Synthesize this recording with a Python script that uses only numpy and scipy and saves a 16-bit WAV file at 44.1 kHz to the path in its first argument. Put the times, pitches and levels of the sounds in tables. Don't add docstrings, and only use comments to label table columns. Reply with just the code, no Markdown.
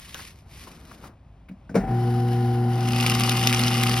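import sys
import numpy as np
from scipy import signal
from scipy.fft import rfft, irfft
from scipy.io import wavfile
from scipy.ndimage import uniform_filter1d

SR = 44100
rng = np.random.default_rng(int(sys.argv[2]) if len(sys.argv) > 2 else 0)


def digitize_waveform(pressure):
    field = np.atleast_2d(pressure).T
    bounded = np.clip(field, -1, 1)
    quanta = np.round(bounded * 32767).astype(np.int16)
    wavfile.write(sys.argv[1], SR, quanta)


N = 176400
T = np.arange(N) / SR


def amp(db):
    return 10 ** (np.asarray(db) / 20)


def unit(x):
    return x / np.sqrt(np.mean(x ** 2) + 1e-20)


def read(points, hz):
    f, value = np.transpose(points)
    return np.interp(np.log(hz + 1), np.log(f + 1), value)


def level(points):
    return amp(np.interp(T, *np.transpose(points), left=-150, right=-150))


def ramp(start, length):
    return np.clip((T - start) / length, 0, 1)


def add(mix, s, sound):
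    part = mix[max(round(s * SR), 0):][:len(sound)]
    part += sound[:len(part)]


def colour(x, points, size=4096):
    hz = abs(np.fft.fftfreq(size, 1 / SR))
    log_gain = np.log(amp(read(points, hz)))
    spectrum = np.exp(np.conj(signal.hilbert(log_gain)))
    taps = np.fft.ifft(spectrum).real[:size // 2]
    return signal.oaconvolve(x, taps / np.linalg.norm(taps))[:N]


def drift(rate_hz):
    hz = np.fft.rfftfreq(N, 1 / SR)
    slow = rfft(rng.standard_normal(N)) / (1 + (hz / rate_hz) ** 4)
    return unit(irfft(slow, N))


def grains(per_s, spread_db, top=3.36):
    size = amp(spread_db * np.minimum(rng.exponential(1, N), top))
    sign = rng.choice([-1, 1], N)
    present = rng.random(N) < per_s / SR
    return unit(size * sign * present)


def ring(modes, t):
    return sum(amp(db - 60 * t / t60) * np.sin(2 * np.pi * hz * t) for hz, db, t60 in modes)


# start_s, level_db
SLIDE = [(0, -49), (.13, -48), (.19, -44), (.235, -45), (.27, -49), (.31, -51), (.35, -63), (.4, -63),
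         (.455, -71), (.5, -59), (.525, -53), (.62, -49), (.68, -51), (.8, -60), (.93, -55), (1.015, -63),
         (1.04, -53), (1.078, -54), (1.1, -71), (1.15, -85)]
# pitch_hz, level_db (per Hz)
SLIDE_COLOUR = [(100, -56), (500, -27), (1100, 1.5), (1250, -4), (1480, -3), (1750, 1), (2150, 3.5),
                (4000, 0), (5500, -0.5), (8000, -8), (12000, -3.5), (16000, -27)]
CRINKLES_PER_S, CRINKLE_DB = 160, -7


def sliding_sheet():
    friction = grains(7000, 2.4) * amp(1.7 * drift(45))
    crinkles = amp(CRINKLE_DB) * grains(CRINKLES_PER_S, 5.5)
    return unit(colour(friction + crinkles, SLIDE_COLOUR)) * level(SLIDE)


# start_s, level_db (before its swing)
DRUM = [(0, -65), (.2, -54), (.42, -66), (.55, -57.5), (.68, -51), (.82, -53.5), (.95, -51.5), (1.08, -48),
        (1.14, -54)]
# pitch_hz, level_db (per Hz)
DRUM_COLOUR = [(60, -27), (150, 2), (230, -1.5), (400, -7), (600, -12.5), (1500, -15.5), (6000, -60)]
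DRUM_SWING_DB = 2.2


def drumming_tray():
    noise = colour(rng.standard_normal(N), DRUM_COLOUR)
    return noise * level(DRUM) * amp(DRUM_SWING_DB * drift(26))


# pitch_hz, level_db (per Hz)
ROOM_COLOUR = [(20, -15), (55, 8), (90, 3.5), (140, -1), (250, -9.5), (430, -22.5), (650, -16.5),
               (1000, -22), (1700, -31.5), (2600, -31), (4000, -39.5), (8000, -48.5), (16000, -60)]
ROOM_DB = -49.5


def background():
    noise = colour(rng.standard_normal(N), ROOM_COLOUR)
    return amp(ROOM_DB) * noise * amp(1.6 * drift(3.3))


WET_DB, ROOM_T60_S = -13, 0.075


def room(x, t60, delay):
    t = T[:SR // 2]
    tail = rng.standard_normal((2, len(t))) * amp(-60 * t / t60) * (t > delay)
    tail = signal.sosfilt(signal.butter(1, 1200, "high", fs=SR, output="sos"), tail)
    tail /= np.linalg.norm(tail, axis=1, keepdims=True)
    return signal.fftconvolve(x[None], tail, axes=1)[:, :N]


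NEAR_T60_S, NEAR_DB = .02, -6.5


def lid(x, count=5, size=64):
    place = np.repeat(rng.integers(0, count, N // size + 1), size)[:N]
    shares = [uniform_filter1d((place == k) * 1., size) for k in range(count)]
    return sum(room(x * share, NEAR_T60_S, .0004) for share in shares)


# start_s, level_db, pitch_hz (ring), width_hz (ring), length_s (time to fall 30 dB)
TAPS = [(.144, -32.5, 1550, 199, 0.046), (.19, -36, 1700, 900, 0.042), (.668, -41, 1030, 500, 0.061),
        (.91, -42.5, 1200, 600, 0.05), (1.036, -41, 1110, 800, 0.081), (1.485, -44, 2280, 940, 0.029)]
TAP_DRY, TAP_RISE_S = 0.21, 0.0054


def knocks(rows):
    out, t = np.zeros(N), T[:SR // 4]
    for s, db, hz, width, length in rows:
        scuff = rng.standard_normal(len(t))
        r = np.exp(-np.pi * width / SR)
        body = signal.lfilter([1], [1, -2 * r * np.cos(2 * np.pi * hz / SR), r * r], scuff)
        envelope = amp(db - 30 * t / length) * np.minimum(t / TAP_RISE_S, 1)
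        add(out, s, envelope * (unit(body) + TAP_DRY * scuff))
    return out


# pitch_hz, level_db (before SLOT_DB), t60_s
SLOT = [(1260, -9, .045), (2128, 11, 0.075), (2536, 6.5, 0.1), (2765, 0.5, 0.064), (2894, -1, .05),
        (4800, -9, .025)]
SLOT_DB = -43.5


def slot(x):
    return amp(SLOT_DB) * signal.oaconvolve(x, ring(SLOT, T[:SR // 10]))[:N]


# start_s, crack_db, treble_db (both before SNAP_DB)
SNAPS = [(.144, -33, -42), (2.887, -31, -38), (3.063, -21, -28), (3.098, -21, -27), (3.198, -27, -27),
         (3.236, -23, -36), (3.294, -20, -26), (3.472, -14, -24), (3.527, -20, -30), (3.546, -21, -36),
         (3.593, -25, -28), (3.636, -23, -35), (3.681, -22, -36), (3.835, -21, -25)]
# (per Hz, before the random tint)
SNAP_COLOUR = [(300, -20), (1200, -10.5), (1600, -8), (2100, 0), (2850, 7), (3700, 1), (5200, -0.5),
               (6500, -2), (8000, -25), (16000, -37)]
# (per Hz, before the random tint)
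SNAP_TREBLE = [(300, -40), (5000, -28), (7500, -5.5), (11500, 3), (13000, -8), (16000, -15.5)]
SNAP_DB, SNAP_TINT_DB = -1.0, 2.5
SNAP_DECAY_S, SNAP_RISE_S, SNAP_LENGTH_S = .0011, .0005, .005


def snaps():
    out, t = np.zeros(N), T[:SR // 50]
    shape = np.minimum(t / SNAP_RISE_S, 1) * np.exp(-t / SNAP_DECAY_S)
    for s, crack_db, treble_db in SNAPS:
        for db, points in ((crack_db, SNAP_COLOUR), (treble_db, SNAP_TREBLE)):
            tinted = [(hz, value + SNAP_TINT_DB * rng.standard_normal()) for hz, value in points]
            burst = colour(shape * rng.standard_normal(len(t)), tinted)
            burst *= np.sqrt(SNAP_LENGTH_S * SR) / np.linalg.norm(burst)
            add(out, s, amp(db + SNAP_DB) * burst)
    return out + 0.26 * slot(out)


# start_s, boom_db, clank_db, rattle_db (boom and clank add to the mode levels)
BLOWS = [(1.496, -42.5, -51, -72), (1.512, -39, -57, -56.5), (1.695, -39, -45, -45.5),
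         (1.714, -36, -42, -72), (1.744, -29, -24.5, -37), (1.753, -29.5, -12, -23.5),
         (1.763, -19, -27, -37), (1.779, -28, -36, -41), (1.834, -30, -32, -59), (1.873, -37, -36, -55),
         (1.907, -30, -30.5, -58)]
# pitch_hz, level_db (relative), t60_s
BOOM = [(191, 12, 0.096), (224.7, 4, 0.15), (258, 5, 0.09)]
# pitch_hz, level_db (relative), t60_s
CLANK = [(398, -15, 0.33), (460, 1, 0.068), (505, -12, 0.045), (680, -12.5, 0.16), (800, -15, 0.09),
         (970, -22, 0.095), (1320, -22, 0.061), (2297, -17, 0.044)]
# pitch_hz, level_db (per Hz)
RATTLE_COLOUR = [(100, -10), (600, 11.5), (1100, -2.5), (1600, 1.5), (2400, -4.5), (3300, -19), (5500, -13),
                 (9000, -21), (16000, -27)]
BOOM_RISE_S, CLANK_RISE_S, RATTLE_S = 0.0068, 0.0019, 0.024


def cabinet():
    out, rattle, t = np.zeros(N), np.zeros(N), T[:SR // 2]
    boom = np.minimum(t / BOOM_RISE_S, 1) * ring(BOOM, t)
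    clank = np.minimum(t / CLANK_RISE_S, 1) * ring(CLANK, t)
    for s, boom_db, clank_db, rattle_db in BLOWS:
        add(out, s, amp(boom_db) * boom + amp(clank_db) * clank)
        add(rattle, s, amp(rattle_db) * np.exp(-t / RATTLE_S) * rng.standard_normal(len(t)))
    return out + colour(rattle, RATTLE_COLOUR)


# pitch_hz, level_db, t60_s
SWITCH = [(1514, -37.5, 0.037)]
SWITCH_S = 1.694


def switch():
    out = np.zeros(N)
    add(out, SWITCH_S, ring(SWITCH, T[:SR // 5]))
    return out


START_S, SPIN_UP_S = 1.76, 0.02
LOAD_S, LOAD_RISE_S = 2.64, 0.25
SHAFT_HZ = 29.75
HUM_HZ, HUM_LAG_TURNS = 120, .58


def shaft_turns():
    speed = 1 - np.exp(-np.maximum(T - START_S, 0) / SPIN_UP_S)
    return np.cumsum(speed) / SR


def partial(k, waver):
    flutter = 1 + waver * (drift(10.4) + 1j * drift(7.9))
    return (flutter * np.exp(2j * np.pi * (k * HUM_HZ * T - HUM_LAG_TURNS * k * k))).real


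# multiple, idle_db, loaded_db (both rms), waver_share
HUM = [(1, -22.5, -24, 0.037), (3, -32.5, -37, 0.036), (4, -46.5, -50, 0.33), (6, -49.5, -50, 0.26)]
# start_s, level_db (rms)
OCTAVE = [(1.87, -34), (2.56, -31.5), (4.0, -31)]
OCTAVE_WAVER, HUM_START_S, HUM_RISE_S = 0.31, 1.87, 0.06


def mains_hum(load):
    hum = level(OCTAVE) * partial(2, OCTAVE_WAVER)
    for k, idle_db, loaded_db, waver in HUM:
        hum += amp(idle_db + (loaded_db - idle_db) * load) * partial(k, waver)
    return np.sqrt(2) * hum * ramp(HUM_START_S, HUM_RISE_S)


# pitch_hz (full speed), level_db (rms), wobble_rad (with each shaft turn)
WHINE = [(773.7, -35.5, 0.27), (862, -54, 0.3), (888, -56.5, 0), (1015, -53.5, 0), (1451, -54.5, 0.66)]
WHINE_WAVER_DB = 1.2


def gear_whine(turns):
    whine = np.zeros(N)
    for hz, db, wobble in WHINE:
        phase = 2 * np.pi * (hz * turns + rng.random())
        phase += wobble * np.sin(2 * np.pi * SHAFT_HZ * turns) + 0.17 * drift(28)
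        whine += amp(db + WHINE_WAVER_DB * drift(43)) * np.cos(phase)
    return np.sqrt(2) * whine * ramp(START_S + 0.053, 0.033)


# pitch_hz, level_db (per Hz)
DRIVE_COLOUR = [(25, -30), (40, -15), (56, 2.5), (80, -6), (130, -0.5), (205, 5.5), (250, -0.5),
                (300, -5.5), (420, -8), (600, -12), (780, -7.5), (1000, -17), (1250, -15), (1450, -15.5),
                (1650, -21), (2100, -21.5), (3500, -42), (8000, -41), (16000, -45)]
DRIVE_DB, DRIVE_LOAD_DB = -37.5, 3.5


def drive_rumble(turns, load):
    throb = 1 + 0.23 * np.cos(2 * np.pi * SHAFT_HZ * turns)
    noise = colour(rng.standard_normal(N) * throb, DRIVE_COLOUR)
    return noise * amp(DRIVE_DB + DRIVE_LOAD_DB * load)


# start_s, level_db (before its swing)
SHUDDER = [(1.76, -42), (1.79, -33), (1.84, -32), (1.91, -34), (1.98, -39), (2.1, -57)]
# pitch_hz, level_db (per Hz)
SHUDDER_COLOUR = [(30, -29), (120, 12), (240, -1), (330, -11), (620, -10.5), (800, -2), (1000, -22),
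                  (1800, -17.5), (3500, -37), (16000, -56)]
SHUDDER_SWING_DB = 2.0


def start_shudder():
    noise = colour(rng.standard_normal(N), SHUDDER_COLOUR)
    return noise * level(SHUDDER) * amp(SHUDDER_SWING_DB * drift(40))


def motor():
    load, turns = ramp(LOAD_S, LOAD_RISE_S), shaft_turns()
    noise = drive_rumble(turns, load) + start_shudder()
    return mains_hum(load) + gear_whine(turns) + noise * ramp(START_S, 0.028)


LURCH_DB, LURCH_HZ, LURCH_S = -31.5, 47.5, .19


def lurch():
    swell = np.sin(np.pi * ramp(START_S, LURCH_S))
    return amp(LURCH_DB) * swell * np.sin(2 * np.pi * LURCH_HZ * T)


# start_s, level_db (before a swing)
BRUSH = [(1.78, -87), (1.9, -55), (2.06, -48), (2.2, -48.5), (2.315, -47), (2.335, -41.5), (2.355, -48.5),
         (2.47, -46), (2.62, -50), (2.85, -45.5), (4, -39.5)]
# pitch_hz, level_db (per Hz)
BRUSH_COLOUR = [(300, -22), (1200, -4), (1800, 4.5), (2500, -6.5), (2950, 4), (3500, -4), (5200, -3),
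                (7500, -17.5), (11000, -6), (16000, -20.5)]


def brushing_cutters():
    brush = colour(grains(7000, 3.5), BRUSH_COLOUR)
    return brush * level(BRUSH) * amp(1.3 * drift(50))


# start_s, level_db, pitch_hz (ring), width_hz (ring), length_s (time to fall 30 dB)
BACKLASH = [(1.805, -39, 1790, 400, 0.046)]


def gear_backlash():
    return knocks(BACKLASH)


FIBRES_PER_S, FIBRE_SPREAD_DB = 1500, 4.2
BITES_PER_S, BITE_SPREAD_DB, BITE_S, BETWEEN_BITES = 170, 3.0, .004, .45


def tearing(size=1800):
    strikes = abs(grains(BITES_PER_S, BITE_SPREAD_DB))
    bites = signal.lfilter([1], [1, -np.exp(-1 / (BITE_S * SR))], strikes)
    breaks = grains(FIBRES_PER_S, FIBRE_SPREAD_DB) * (BETWEEN_BITES + unit(bites))
    return breaks / np.sqrt(uniform_filter1d(breaks ** 2, size) + 1e-9)


# start_s, level_db (before CUT_DB)
CUT = [(2.7, -49), (3.024, -28), (4.0, -28.5)]
# pitch_hz, level_db (per Hz)
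CUT_COLOUR = [(150, -25), (600, -18.5), (900, -11), (1230, -5.5), (1600, -15), (2200, -1.5), (2500, -3),
              (2830, 4.5), (3300, -3), (4100, -10), (4900, -7.5), (7000, -17), (9500, -14.5), (11400, -13),
              (13000, -14.5), (16000, -32)]
# pitch_hz, level_db
TINTS = [
    [(100, -4), (1500, -2.5), (3000, -18), (16000, -15.5)],
    [(100, -20), (1200, -13), (2800, -5), (4500, -4), (8000, -8.5)],
    [(100, -17), (3000, -6), (5500, 6.5), (16000, -1.5)],
]
TINT_DB = [-5, -5, -2.5]
CUT_DB = -0.5


def cutters():
    fibres = sum(amp(db) * colour(tearing(), tint) for tint, db in zip(TINTS, TINT_DB))
    crackle = unit(colour(fibres, CUT_COLOUR) + slot(fibres))
    return amp(CUT_DB) * crackle * level(CUT)


def scene():
    sheet = sliding_sheet() + drumming_tray() + brushing_cutters()
    paper = sheet + knocks(TAPS) + snaps() + cutters()
    machine = cabinet() + switch() + gear_backlash()
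    near = amp(NEAR_DB) * lid(paper)
    far = amp(WET_DB) * room(paper + machine, ROOM_T60_S, 0.0045)
    return paper + machine + near + far + motor() + lurch() + background()


# pitch_hz, lead_rad (left leads)
PORT_PHASE = [(200, 0), (400, .3), (780, .28), (1200, -.25), (2000, .1), (2600, 1.1), (3300, 1.5),
              (3850, 0), (4350, 1.1), (5100, .3), (6000, 1.6), (7300, 3.14), (10200, 6.2), (12000, 8),
              (13500, 9.4), (16000, 12.2)]
# pitch_hz, level_db (left minus right)
PORT_BALANCE = [(100, 0.14), (240, 0.9), (480, 4), (780, 5), (1120, 7), (1600, 2), (2100, 1.5),
                (2500, -1.5), (3400, 4.5), (4300, -0.5), (4950, 3), (5800, 2), (16000, -0.5)]
CUTOFF_HZ = 16000


def record(dry):
    hz = np.fft.rfftfreq(N, 1 / SR)
    half = amp(read(PORT_BALANCE, hz) / 2) * np.exp(.5j * read(PORT_PHASE, hz))
    ports = irfft(rfft(dry) * np.array([half, 1 / half]), N)
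    low_pass = signal.firwin(511, CUTOFF_HZ, window=("kaiser", 9), fs=SR)
    return signal.oaconvolve(ports, low_pass[None], "same")


dry = scene()
out = record(dry)
digitize_waveform(out)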